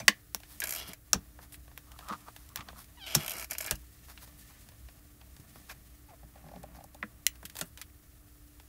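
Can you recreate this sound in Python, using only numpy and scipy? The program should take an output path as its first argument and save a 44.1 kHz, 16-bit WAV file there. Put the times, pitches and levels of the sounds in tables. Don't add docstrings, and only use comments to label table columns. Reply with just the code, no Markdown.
import sys
import numpy as np
from scipy import signal
from scipy.fft import rfft, irfft
from scipy.io import wavfile
from scipy.ndimage import uniform_filter1d

SR = 44100
rng = np.random.default_rng(int(sys.argv[2]) if len(sys.argv) > 2 else 0)


def master_out(mix):
    frames = np.transpose(np.atleast_2d(mix))
    ceiling = np.clip(frames, -1, 1)
    pcm = np.round(ceiling * 32767).astype(np.int16)
    wavfile.write(sys.argv[1], SR, pcm)


def amplitude_ratio(level_db):
    exponent = np.asarray(level_db, float) / 20
    return 10 ** exponent


N = 382788


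def rms_one(x):
    return x / np.sqrt(np.mean(x ** 2) + 1e-20)


def in_time(rows):
    s, *columns = np.transpose(rows)
    return [np.interp(np.arange(N) / SR, s, c) for c in columns]


def during(rows):
    first, last = rows[0][0], rows[-1][0]
    inside = np.abs(np.arange(N) / SR - (first + last) / 2) < (last - first) / 2
    return uniform_filter1d(1. * inside, size=220)


def band(x, low, high):
    return signal.sosfilt(signal.butter(2, [low, high], "band", fs=SR, output="sos"), x)


def resonate(x, hz, width):
    r = np.exp(-np.pi * width / SR)
    return signal.lfilter(np.array([1, 0, -1]) * (1 - r * r) / 2, [1, -2 * r * np.cos(2 * np.pi * hz / SR), r * r], x)


def drift(rate):
    r = np.exp(-80 * np.pi * rate / SR)
    slow = signal.lfilter([1], [1, -2 * r, r * r], rng.standard_normal(N // 40 + 2002))[2000:]
    return np.interp(np.arange(N) / 40, np.arange(len(slow)), rms_one(slow))


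def coloured(spectrum):
    hz, level_db = np.transpose(spectrum)
    grid = np.maximum(np.fft.rfftfreq(N, 1 / SR), 1)
    gain = amplitude_ratio(np.interp(np.log(grid), np.log(hz), level_db))
    return rms_one(irfft(rfft(rng.standard_normal(N)) * gain, N))


def body(x, modes, ring_db):
    ringing = sum(amplitude_ratio(db) * resonate(x, hz, w) * (-1) ** k for k, (hz, w, db) in enumerate(modes))
    return x + amplitude_ratio(ring_db) * ringing


def grains(per_s, spread_db):
    sizes = amplitude_ratio(spread_db * np.minimum(rng.exponential(1, N), 4)) * rng.standard_normal(N)
    return rms_one(sizes * (rng.random(N) < per_s / SR))


# (lower edges [Hz]), (upper edges [Hz])
BAND_EDGES = [1400, 430, 4000, 8000], [4000, 1400, 8000, 16500]
CREST = [8, 5, 8]


def contacts(rows, modes, ring_db, ms=2.2, echo_db=0, click=6.54, alike=0):
    out, t = np.zeros(N + 8192), np.arange(8192) / SR
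    room_t60_s, room_db = 0.09, -11
    late_t60_s, late_db = 0.23, -34
    tails = amplitude_ratio(room_db + echo_db - 60 * t / room_t60_s) + amplitude_ratio(late_db + echo_db - 60 * t / late_t60_s)
    echoes = tails * np.clip(t / 0.00073 - .5, 0, 1)
    treble_loss = amplitude_ratio(-245.5 * t)
    usual = rng.standard_normal(8192)
    for s, peak_db, dull_db, bright_db, top_db, *own_ms in rows:
        decay_ms = [ms, *own_ms][-1]
        shape = np.exp(-t * 1000 / decay_ms) * np.minimum(t / 0.00016, 1) + echoes
        struck = [(hz, w, db + 1.5 * rng.standard_normal()) for hz, w, db in modes]
        force = (alike * usual + np.sqrt(1 - alike ** 2) * rng.standard_normal(8192)) * shape
        force[8] += click
        rung = body(force, struck, ring_db)
        parts = [sign * band(rung, low, high) for sign, low, high in zip([1, -1, -1, 1], *BAND_EDGES)]
        parts[2:] = treble_loss * parts[2:]
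        parts[1] = np.interp(t - 0.0012, t, parts[1], left=0)
        weights_db = [0, *(np.array([dull_db, bright_db, top_db]) + CREST)]
        at = round(s * SR)
        for db, part in zip(weights_db, parts):
            out[at:at + 8192] += amplitude_ratio(peak_db + db) * part / np.abs(part).max()
    return out[:N]


# (frequency [Hz], level [dB per Hz])
FLOOR_SPECTRUM = [(12, -19), (20, -11), (32, -7.5), (43, -1), (65, -2.5), (128, -4.5), (189, -18),
                  (265, -18.5), (297, -16.5), (440, -22), (1080, -42), (1240, -23.5), (3060, -43),
                  (15800, -26)]
# (frequency [Hz], width [Hz], level [dB rms])
MAINS_HUM = [(60.4, 11, -57), (128, 6.5, -77.5)]


def background():
    hum = 0
    for hz, width, db in MAINS_HUM:
        hum = hum + amplitude_ratio(db) * rms_one(resonate(resonate(rng.standard_normal(N), hz, width), hz, width))
    whine_hz = 295.7 + .8 * drift(1.9)
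    whine = amplitude_ratio(-65 + 1.8 * drift(4)) * np.sin(2 * np.pi * np.cumsum(whine_hz) / SR)
    return amplitude_ratio(-56.5) * coloured(FLOOR_SPECTRUM) + hum + whine


def lamp():
    ticks = np.diff(np.floor(np.arange(N + 1) * 120.015 / SR))
    return amplitude_ratio(-78) * rms_one(band(ticks, 10500, 11900))


# (frequency [Hz], width [Hz], level [dB])
DESK_MODES = [(650, 110, -4), (1150, 37, 1), (1770, 130, -22), (3140, 220, -28.5)]
# (frequency [Hz], level [dB per Hz])
RUSTLE_SPECTRUM = [(880, -13.5), (1500, -46.5), (1740, 7), (2070, 0.5), (2430, 0), (15800, 0.5)]
# (time [s], motion [dB], weight on the plate [dB])
HAND_MOVES = [(0, -59.5, -58.5), (0.31, -64, -79.5), (0.58, -55, -66.5), (0.95, -66, -76),
              (1.22, -63.5, -67.5), (1.82, -62.5, -70.5), (2.13, -55, -65.5), (2.37, -60.5, -71),
              (2.67, -62, -64), (3.0, -60, -70.5), (3.76, -61, -72), (4.26, -57, -67.5), (5.12, -62.5, -70),
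              (5.54, -58.5, -67), (6.2, -63.5, -71), (6.55, -67, -63), (7.0, -63.5, -68.5),
              (8.68, -63, -73.5)]
# (start [s], hold [s], level [dB])
DRAGS = [(2.03, 0.033, -53), (2.099, 0.038, -34), (2.281, 0.0033, -46), (1.884, 0.079, -60),
         (2.185, 0.055, -62), (2.503, 0.023, -62.5), (2.573, 0.047, -50), (2.679, 0.022, -54),
         (2.764, 0.031, -53.5), (4.09, 0.027, -72), (6.657, 0.11, -77)]


def rubbing():
    flicker_db = 1.5 * np.array([drift(25), drift(25), drift(12)])
    skin = rms_one(band(body(grains(4000, spread_db=2.0), DESK_MODES, ring_db=12), 450, 2500))
    rumble = rms_one(band(band(rng.standard_normal(N), 100, 250), 90, 260))
    layers = amplitude_ratio(flicker_db - 0.5) * [skin, coloured(RUSTLE_SPECTRUM), rumble]
    motion_db, weight_db = in_time(HAND_MOVES)
    rumble_db = -66.5 + 2.3 * (weight_db + 69)
    levels_db = np.array([weight_db, motion_db, rumble_db])

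    grit = grains(2500, spread_db=2.5)
    drag = rms_one(resonate(resonate(grit, 590, 740), 1220, 210) + 0.047 * band(grit, 290, 4400))
    t, slope = np.arange(N) / SR, 900
    press = 0
    for s, hold, db in DRAGS:
        away = np.clip(s - t, 0, 1) + np.clip(t - s - hold, 0, 1)
        press = press + amplitude_ratio(db - slope * away)
    return np.sum(amplitude_ratio(levels_db) * layers, axis=0) + press * drag


# (time [s], peak [dB], dull band [dB], bright band [dB], top band [dB], contact [ms])
SET_DOWN_HITS = [
    (0.0808, -2, -16.5, -10, -10.5, 0.6),
    (0.0843, -10.5, -18.5, -2.5, -12.5, 1.0),
]
# (frequency [Hz], width [Hz], level [dB])
LANDING_MODES = [(620, 42, -11.5), (1040, 94, -2), (1170, 110, -0.5), (1750, 170, 4.5), (2020, 170, 4),
                 (2890, 170, 1), (3070, 150, -6), (4360, 200, -5.5), (4580, 170, -5), (6287, 500, -2)]
FADING_KNOCK = [
    (0.0002, -34, -6.5, -5, -16, 12),
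]
# (frequency [Hz], width [Hz], level [dB])
FADING_KNOCK_MODES = [(631, 80, -0.5), (2170, 70, 4), (2330, 70, 0), (2390, 70, 0.5), (6013, 150, -7)]


def set_down():
    fading = contacts(FADING_KNOCK, FADING_KNOCK_MODES, ring_db=15.0, click=.1)
    return fading + contacts(SET_DOWN_HITS, LANDING_MODES, ring_db=11, echo_db=-1.5, click=11.0)


# (time [s], peak [dB], pitch [Hz], t60 [s])
DESK_THUDS = [(0.088, -33.5, 208.5, 0.076), (0.352, -48, 196, 0.059), (0.886, -48.5, 183, 0.11),
              (1.139, -40, 197.7, 0.16), (1.153, -36.5, 167.3, 0.087), (2.109, -39.5, 207, 0.085),
              (2.592, -41, 126, 0.051), (3.161, -27.5, 147.2, 0.1), (3.715, -42.5, 136.3, 0.17),
              (5.397, -41.5, 112.4, 0.037), (6.235, -54.5, 146, 0.13), (6.44, -58.5, 160.5, 0.43),
              (6.551, -55, 178.5, 0.41), (7.033, -42.5, 212, 0.1), (7.44, -47.5, 190, 0.057),
              (7.619, -41, 170.6, 0.085)]
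# (time [s], peak [dB], pitch [Hz], t60 [s])
DESK_SWAYS = [
    (1.155, -38.5, 65, 0.13),
    (3.172, -46, 73.6, 0.15),
    (3.732, -40.5, 55, 0.12),
]


def thuds():
    out, t = np.zeros(N + 8192), np.arange(8192) / SR
    swell = 1 - np.exp(-t / .004)
    for s, peak_db, hz, t60 in [*DESK_THUDS, *DESK_SWAYS]:
        partials = [(1, 0.96), (1.45, 0.45), (2.3, .25)]
        swing = sum(share * np.sin(2 * np.pi * ratio * hz * t) for ratio, share in partials)
        at = round(s * SR)
        out[at:at + 8192] += amplitude_ratio(peak_db + 11.0 - 60 * t / t60) * swell * swing
    return out[:N]


# (time [s], peak at 1.4-4 kHz [dB], dull band [dB], bright band [dB], top band [dB])
MAGNET_SNAPS = [
    (0.3468, -21, -14, -6, 2),
    (1.1318, -13, -10.5, 6, -1.5),
    (1.7764, -28.5, -17, -60, -3),
    (2.5591, -20, -21.5, -22, -0.5),
    (3.1501, -15, -11, 3.5, 7.5),
    (3.1535, -17, -13, 3.5, 3),
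]
# (frequency [Hz], width [Hz], level [dB])
MAGNET_MODES = [(1220, 300, -7), (4965, 400, -1), (5720, 600, 3.5), (8300, 500, -6)]


def magnet_snaps():
    return contacts(MAGNET_SNAPS, MAGNET_MODES, ring_db=3, ms=0.9, echo_db=-2.0, click=8.0)


# (time [s], peak [dB], dull band [dB], hardness [dB])
SHORT_TAPS = [(0.402, -46, -10, -5), (0.4339, -38.5, -15, -15), (1.3887, -51.5, 4.5, -10),
              (1.5229, -46, -31.5, -3), (1.5429, -36.5, -33, -21), (1.6791, -49.5, -5.5, -18),
              (1.714, -52.5, -5.5, -14.5), (1.9175, -44, -20, -2.5), (1.9894, -37.5, -8.5, -8.5),
              (2.0084, -44.5, -5, -16), (2.0682, -49, -17, -8), (2.086, -36.5, -14, -3.5),
              (2.2059, -52, -13, -3), (2.49, -47.5, -23, 1.5), (2.593, -49, -26, -6),
              (2.843, -50, -30, 1), (2.2827, -56.5, 11.5, -10), (2.363, -37.5, -12, -9),
              (2.5734, -29, -21, -14), (2.6075, -30.5, -24, -29), (2.6863, -33.5, -9, -15.5),
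              (2.7294, -57, 6, -11),
              (4.1763, -34.5, -30, -31), (4.275, -55, 0, -20), (4.688, -43.5, -12, -3),
                (4.719, -51.5, -7, -15), (4.8862, -44, -11, -19), (5.2133, -44.5, -13, -25),
                (5.365, -50, -10, -1.5), (5.40, -57, -11.5, 7.5), (5.557, -51, 2.5, -3),
                (6.6315, -50.5, -4, 4), (6.84, -61, -4, 16), (6.89, -61.5, -14, -12),
                (6.946, -47.5, -18, 1), (7.356, -50.5, -22.5, -2), (7.4285, -53.5, 7, 3),
                (7.4984, -37, -32, -6.5), (7.5542, -40.5, -8, 1.5), (7.567, -31.5, -17, -3.5),
                (7.7745, -36, -28, -5), (7.783, -42, -14, -9), (8.599, -42.5, -10.5, -9.5)]
# (time [s], peak [dB], dull band [dB], hardness [dB])
DRAGGED_TAPS = [
    (7.4528, -34, -37, -4),
    (7.5885, -33, -13.5, -1),
    (7.8143, -31.5, -46, -5),
]


def finger_taps():
    def touches(rows):
        return [(s, db, dull_db, -5.5 + hard_db, 1.5 + hard_db) for s, db, dull_db, hard_db in rows]

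    short = contacts(touches(SHORT_TAPS), DESK_MODES, ring_db=-6.0, ms=2.46)
    return short + contacts(touches(DRAGGED_TAPS), DESK_MODES, ring_db=-3.0, ms=6.2)


# (start [s], length [s], level [dB], brightness [dB])
BRUSH_STROKES = [(0.477, 0.1, -53, 1.5), (0.871, 0.03, -44, 0.5), (1.407, 0.058, -54.5, -1.5),
                 (1.519, 0.046, -53, 6.5), (2.33, 0.17, -60.5, -0.5), (2.55, 0.083, -56, -10),
                 (2.761, 0.08, -51.5, 0.5), (4.076, 0.059, -51, -3), (4.208, 0.049, -49, -0.5),
                 (4.37, 0.058, -61, 6), (4.489, 0.038, -58.5, -5.5), (4.515, 0.097, -70.5, -11.5),
                 (5.533, 0.082, -59.5, 0), (6.316, 0.12, -70.5, -7.5), (7.342, 0.036, -63, -4),
                 (7.628, 0.073, -62.5, 5), (5.685, 0.05, -45, -3.5), (6.077, 0.049, -66.5, -8),
                 (6.4, 0.24, -63.5, -2.5), (6.736, 0.054, -56.5, -3), (7.544, 0.093, -50, 0),
                 (7.777, 0.042, -56.5, -0.5)]


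def strokes():
    grit = grains(6000, spread_db=2.0)
    low, mid, top = (rms_one(band(grit, a, b)) for a, b in [(700, 3060), (2500, 8160), (7000, 14000)])
    out = np.zeros(N)
    for s, length, level_db, bright_db in BRUSH_STROKES:
        at = slice(round(s * SR), round((s + length) * SR))
        swell = np.sin(np.pi * np.linspace(0, 1, at.stop - at.start) ** 0.93)
        tilted = amplitude_ratio(-3.5 - bright_db) * low[at] + mid[at] + amplitude_ratio(0.5 + bright_db) * top[at]
        out[at] += amplitude_ratio(level_db) * swell * tilted
    return out


UPRIGHT_SPANS = [
    [(.757,), (.93,)],
    [(3.0,), (3.33,)],
]


def upright():
    return sum(during(span) for span in UPRIGHT_SPANS)


def ratchet():
    rate_hz, depth, decay_ms = 200, .4, 1.6
    turns = np.cumsum(rate_hz * (1 + .15 * drift(30))) / SR
    jerks = np.exp(-(turns % 1) * 1000 / rate_hz / decay_ms)
    return 1 - depth + depth * rms_one(jerks)


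# (frequency [Hz], width [Hz], level [dB])
HINGE_MODES = [(631, 45, 0), (1366, 177, 0.5), (1676, 210, -6), (2280, 260, 2), (3210, 290, -1.5),
               (3950, 85, -4.5), (5200, 990, -14), (7350, 125, -5), (8250, 180, -17), (11870, 1340, -3.5)]
EDGE_MODE, FLAT_LOSS_DB = 4, -12
# (frequency [Hz], width [Hz], level [dB])
LOADED_HINGE_MODES = [(2850, 80, 2), (3890, 120, -8.5), (5120, 103, -11), (5440, 90, -8),
                      (5440, 1100, -11.5)]
# (time [s], level [dB], load [dB])
GRIND_SWINGS = [
    [(.6, -72, -8), (.63, -35.5, -36), (.76, -43.5, 4), (.79, -38, 6.5), (.83, -37.5, 2.5),
     (.85, -42.5, -1), (.89, -42.5, 3), (.92, -40.5, -2), (.96, -75, -12)],
    [(3.04, -59, -7), (3.07, -41, 6.5), (3.145, -40, 3), (3.2, -31, -2), (3.3, -42.5, -4),
     (3.34, -33.5, -1.5), (3.44, -38, -5), (3.46, -72, -3)],
    [(3.495, -47, -6), (3.52, -36.5, -3), (3.57, -54, 8), (3.62, -43, -3), (3.69, -36, -3), (3.73, -48, 0),
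     (3.76, -53.5, 11), (3.785, -65, 0)],
]


def grind():
    grit = grains(9000, spread_db=1.5) * ratchet()
    low = rms_one(band(body(grit, HINGE_MODES[:4], ring_db=17), 450, 2800))
    low = low + amplitude_ratio(-5.0) * rms_one(band(grit, 150, 720))
    edge_db = 23 + FLAT_LOSS_DB * (1 - upright())
    edge = amplitude_ratio(edge_db) * resonate(grit, HINGE_MODES[EDGE_MODE][0] * 1.025, 170)
    mid = rms_one(band(body(grit, LOADED_HINGE_MODES, ring_db=23) - edge, 1900, 6500))
    top = rms_one(band(body(grit, HINGE_MODES[7:], ring_db=-1), 7500, 14000))
    out = 0
    for rows in GRIND_SWINGS:
        level_db, load_db = in_time(rows)
        mix = low - amplitude_ratio(load_db) * mid + amplitude_ratio(-4 + 0.084 * load_db) * top
        out = out + during(rows) * amplitude_ratio(level_db - 12.0) * mix
    return out


# (time [s], peak [dB], hardness [dB])
SLIPS_CLOSING = [(0.602, -35.5, 3), (0.638, -27.5, -4), (0.6556, -33, -9), (0.6717, -33, -3),
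                 (0.6831, -38, -5), (0.6918, -34.5, -1), (0.7064, -35, 0), (0.7235, -31, -1),
                 (0.7356, -34, -3), (0.749, -34, -3), (0.7601, -33, -3), (0.770, -41, -2),
                 (0.7762, -44, -3), (0.7825, -45, 2), (0.788, -40, -6), (0.7935, -43, -2), (0.798, -39, -5),
                 (0.9329, -34, -9.5)]
# (time [s], peak [dB], hardness [dB])
SLIPS_OPENING = [(3.2106, -38, -10), (3.2235, -41, -6), (3.307, -34, -2), (3.317, -34.5, -2),
                 (3.335, -43, 0.5), (3.346, -47, -6), (3.363, -45, -16), (3.377, -39, -16),
                 (3.386, -43, -10), (3.407, -53, 8), (3.432, -51, 5.5), (3.501, -46, -4), (3.754, -54, 7),
                 (3.2327, -39.5, -3), (3.2454, -33.5, -10), (3.262, -36, -1), (3.2796, -28.5, -6),
                 (3.295, -33, -2.5), (3.367, -45, 1), (3.382, -46, 5), (3.3962, -32.5, -7),
                 (3.4124, -37, -8), (3.4248, -31, -11), (3.4434, -33.5, -8), (3.5095, -34.5, 2),
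                 (3.5162, -29.5, -14), (3.5318, -48, 9), (3.5502, -30, -20), (3.5829, -35.5, 4),
                 (3.6042, -28.5, -18), (3.6087, -37, 1.5), (3.622, -45, 3), (3.6268, -35, -20),
                 (3.632, -48, 2), (3.6434, -45, 4), (3.65, -31.5, -22), (3.662, -43.5, 6),
                 (3.671, -33.5, -8)]
# (time [s], peak [dB])
SLIP_RUN = [(3.065, -34.5), (3.0704, -36), (3.079, -35), (3.086, -39), (3.092, -40), (3.0994, -36),
            (3.107, -33), (3.113, -34), (3.121, -33), (3.125, -42), (3.132, -37), (3.140, -41),
            (3.146, -24)]
SLIPS_ALIKE = .7


def hinge_slips():
    single = [(s, db, -13.5, -0.5 + hard_db, 3 + hard_db) for s, db, hard_db in [*SLIPS_CLOSING, *SLIPS_OPENING]]
    run = [(s, db, -18, -10, -14) for s, db in SLIP_RUN]
    up = upright()
    standing = [row for row in single if up[round(row[0] * SR)] > .5]
    lying = [row for row in single if up[round(row[0] * SR)] <= .5]
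    flat_modes = [(hz, w, db + FLAT_LOSS_DB * (k == EDGE_MODE)) for k, (hz, w, db) in enumerate(HINGE_MODES)]
    ticks = contacts([*standing, *run], HINGE_MODES, ring_db=18.0, ms=2.5, click=5.2, alike=SLIPS_ALIKE)
    return ticks + contacts(lying, flat_modes, ring_db=16.0, ms=2.1, click=4.1, alike=SLIPS_ALIKE)


# (time [s], peak [dB], contact [ms])
PIN_PINGS = [
    (.619, -22, 2.6),
    (0.627, -28, 4.6),
    (3.679, -29, 9.2),
    (5.696, -35.5, 9.9),
]
# (frequency [Hz], width [Hz], level [dB])
PIN_MODES = [(1654, 55, 1.5), (2404, 93, -1)]


def pin_pings():
    return contacts([(s, db, -24, -24, -16, ms) for s, db, ms in PIN_PINGS], PIN_MODES, ring_db=15.5)


# (time [s], slip rate [Hz], level [dB], upper partials relative [dB])
HINGE_SQUEAL = [
    (2.972, 965, -53.5, -3),
    (2.988, 969, -50.5, -6),
    (2.997, 860, -50.5, 0),
    (3.01, 819, -49.5, 4),
    (3.025, 778, -48, 8),
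    (3.045, 765, -45.5, 7),
    (3.066, 766, -43, 6),
]


def squeal():
    hz, level_db, load_db = in_time(HINGE_SQUEAL)
    turns = np.cumsum(hz * (1 + .010 * drift(150))) / SR
    pulses = np.diff(np.floor(turns), prepend=0) * amplitude_ratio(2.5 * rng.standard_normal(N) + 2 * drift(60))
    low = rms_one(band(pulses, 700, 2000))
    rung = body(pulses, HINGE_MODES[4:6], ring_db=6)
    high = rms_one(band(band(rung, 2200, 5200), 2100, 5300))
    return amplitude_ratio(level_db - 7.0) * during(HINGE_SQUEAL) * (low - amplitude_ratio(load_db) * high)


# (time [s], peak [dB], dull band [dB], bright band [dB], top band [dB])
PLATE_KNOCKS = [
    (3.71, -28, -3, 7.1, 11.7),
    (7.6116, -40.5, 6, 15, 12),
]
# (frequency [Hz], width [Hz], level [dB])
PLATE_MODES = [(620, 39, -5.5), (1100, 190, -7), (1660, 210, -1.5), (2040, 180, 2.5), (2880, 280, 3),
               (4660, 310, -3), (6900, 300, -27)]


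def plate_knocks():
    return contacts(PLATE_KNOCKS, PLATE_MODES, ring_db=9, ms=1.6, echo_db=2.0)


# (time [s], pitch [Hz], level [dB])
FINGER_SQUEAK = [
    (6.085, 903, -69.5),
    (6.095, 884, -66),
    (6.12, 704, -58.5),
    (6.15, 650, -64),
]


def squeak():
    hz, level_db = in_time(FINGER_SQUEAK)
    phase = 2 * np.pi * np.cumsum(hz * (1 + .025 * drift(150))) / SR
    rough = 1 + 5 * band(rng.standard_normal(N), 60, 400)
    tone = np.sin(phase) + 0.17 * np.sin(2 * phase) + .15 * np.sin(3 * phase)
    return during(FINGER_SQUEAK) * amplitude_ratio(level_db + 6.5 + 2 * drift(66)) * rough * tone


# (time [s], peak [dB], upper band [dB])
DESK_CREAKS = [(6.23, -52, -14), (6.376, -59.5, -6), (6.392, -65, -14), (6.41, -68, -14), (6.615, -66, -15),
               (6.682, -60, -11), (6.70, -63.5, -13), (6.718, -60, -9.5), (6.785, -48, -21),
               (6.356, -50.5, -10), (6.439, -52, -32), (6.462, -50, -18), (6.486, -48.5, -9),
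               (6.513, -47.5, -27), (6.535, -43.5, -20), (6.56, -44, -11), (6.636, -41.5, -14),
               (6.746, -53.5, -10.5), (6.765, -52, -26), (6.806, -47, -11), (6.84, -46.5, -33),
               (6.946, -49, -26)]
# (frequency [Hz], width [Hz], level [dB])
DESK_CREAK_MODES = [(620, 112, 10), (797, 135, 4), (1070, 90, -4.5), (1420, 110, -8), (1770, 170, -11)]


def desk_creaks():
    rows = [(s, db + up_db + 8.5, -up_db - 11.0, -16, -22) for s, db, up_db in DESK_CREAKS]
    return contacts(rows, DESK_CREAK_MODES, ring_db=23.0, ms=4.6, echo_db=-15.0, alike=SLIPS_ALIKE)


# (time [s], peak [dB], dull band [dB], bright band [dB], top band [dB])
KNUCKLE_RAPS = [
    (7.0274, -21, -8.5, -38, -45),
    (7.0343, -33.5, -1, -35, -45),
    (7.9, -54, -15, -25, -25),
]
# (frequency [Hz], width [Hz], level [dB])
KNUCKLE_MODES = [(636, 52, -2), (1030, 80, -5), (1360, 160, 1), (1650, 220, 1.5), (2020, 260, 7),
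                 (2750, 180, -13)]


def knuckle_raps():
    return contacts(KNUCKLE_RAPS, KNUCKLE_MODES, ring_db=19, ms=0.61, echo_db=-7.5, click=9.0)


# (time [s], peak [dB], dull band [dB], bright band [dB], top band [dB])
NAIL_FLICK = [
    (7.2662, -10.5, -35, -5, 0),
]
# (frequency [Hz], width [Hz], level [dB])
STAMP_MODES = [(1980, 190, 4.5), (2980, 300, 5), (4100, 170, -6), (5850, 500, 2.5), (7420, 400, -6),
               (9150, 400, -5)]


def nail_flick():
    return contacts(NAIL_FLICK, STAMP_MODES, ring_db=10, ms=0.8, echo_db=-4.5, click=8.3)


def scene():
    room = background() + lamp()
    friction = rubbing() + strokes() + grind() + squeal() + squeak()
    hinge = hinge_slips() + pin_pings()
    hits = set_down() + magnet_snaps() + finger_taps() + plate_knocks() + knuckle_raps() + nail_flick()
    desk = thuds() + desk_creaks()
    return (room + friction + hinge + hits + desk)[None]


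def band_limit(x):
    return signal.sosfilt(signal.butter(12, 16820, fs=SR, output="sos"), x)


def record(dry):
    rounded = 1.8 * np.tanh(dry / 1.8)
    rolled = signal.sosfilt(signal.ellip(12, .5, 40, 15730, fs=SR, output="sos"), rounded)
    return band_limit(0.83 * rolled)


dry = scene()
out = record(dry)
master_out(out)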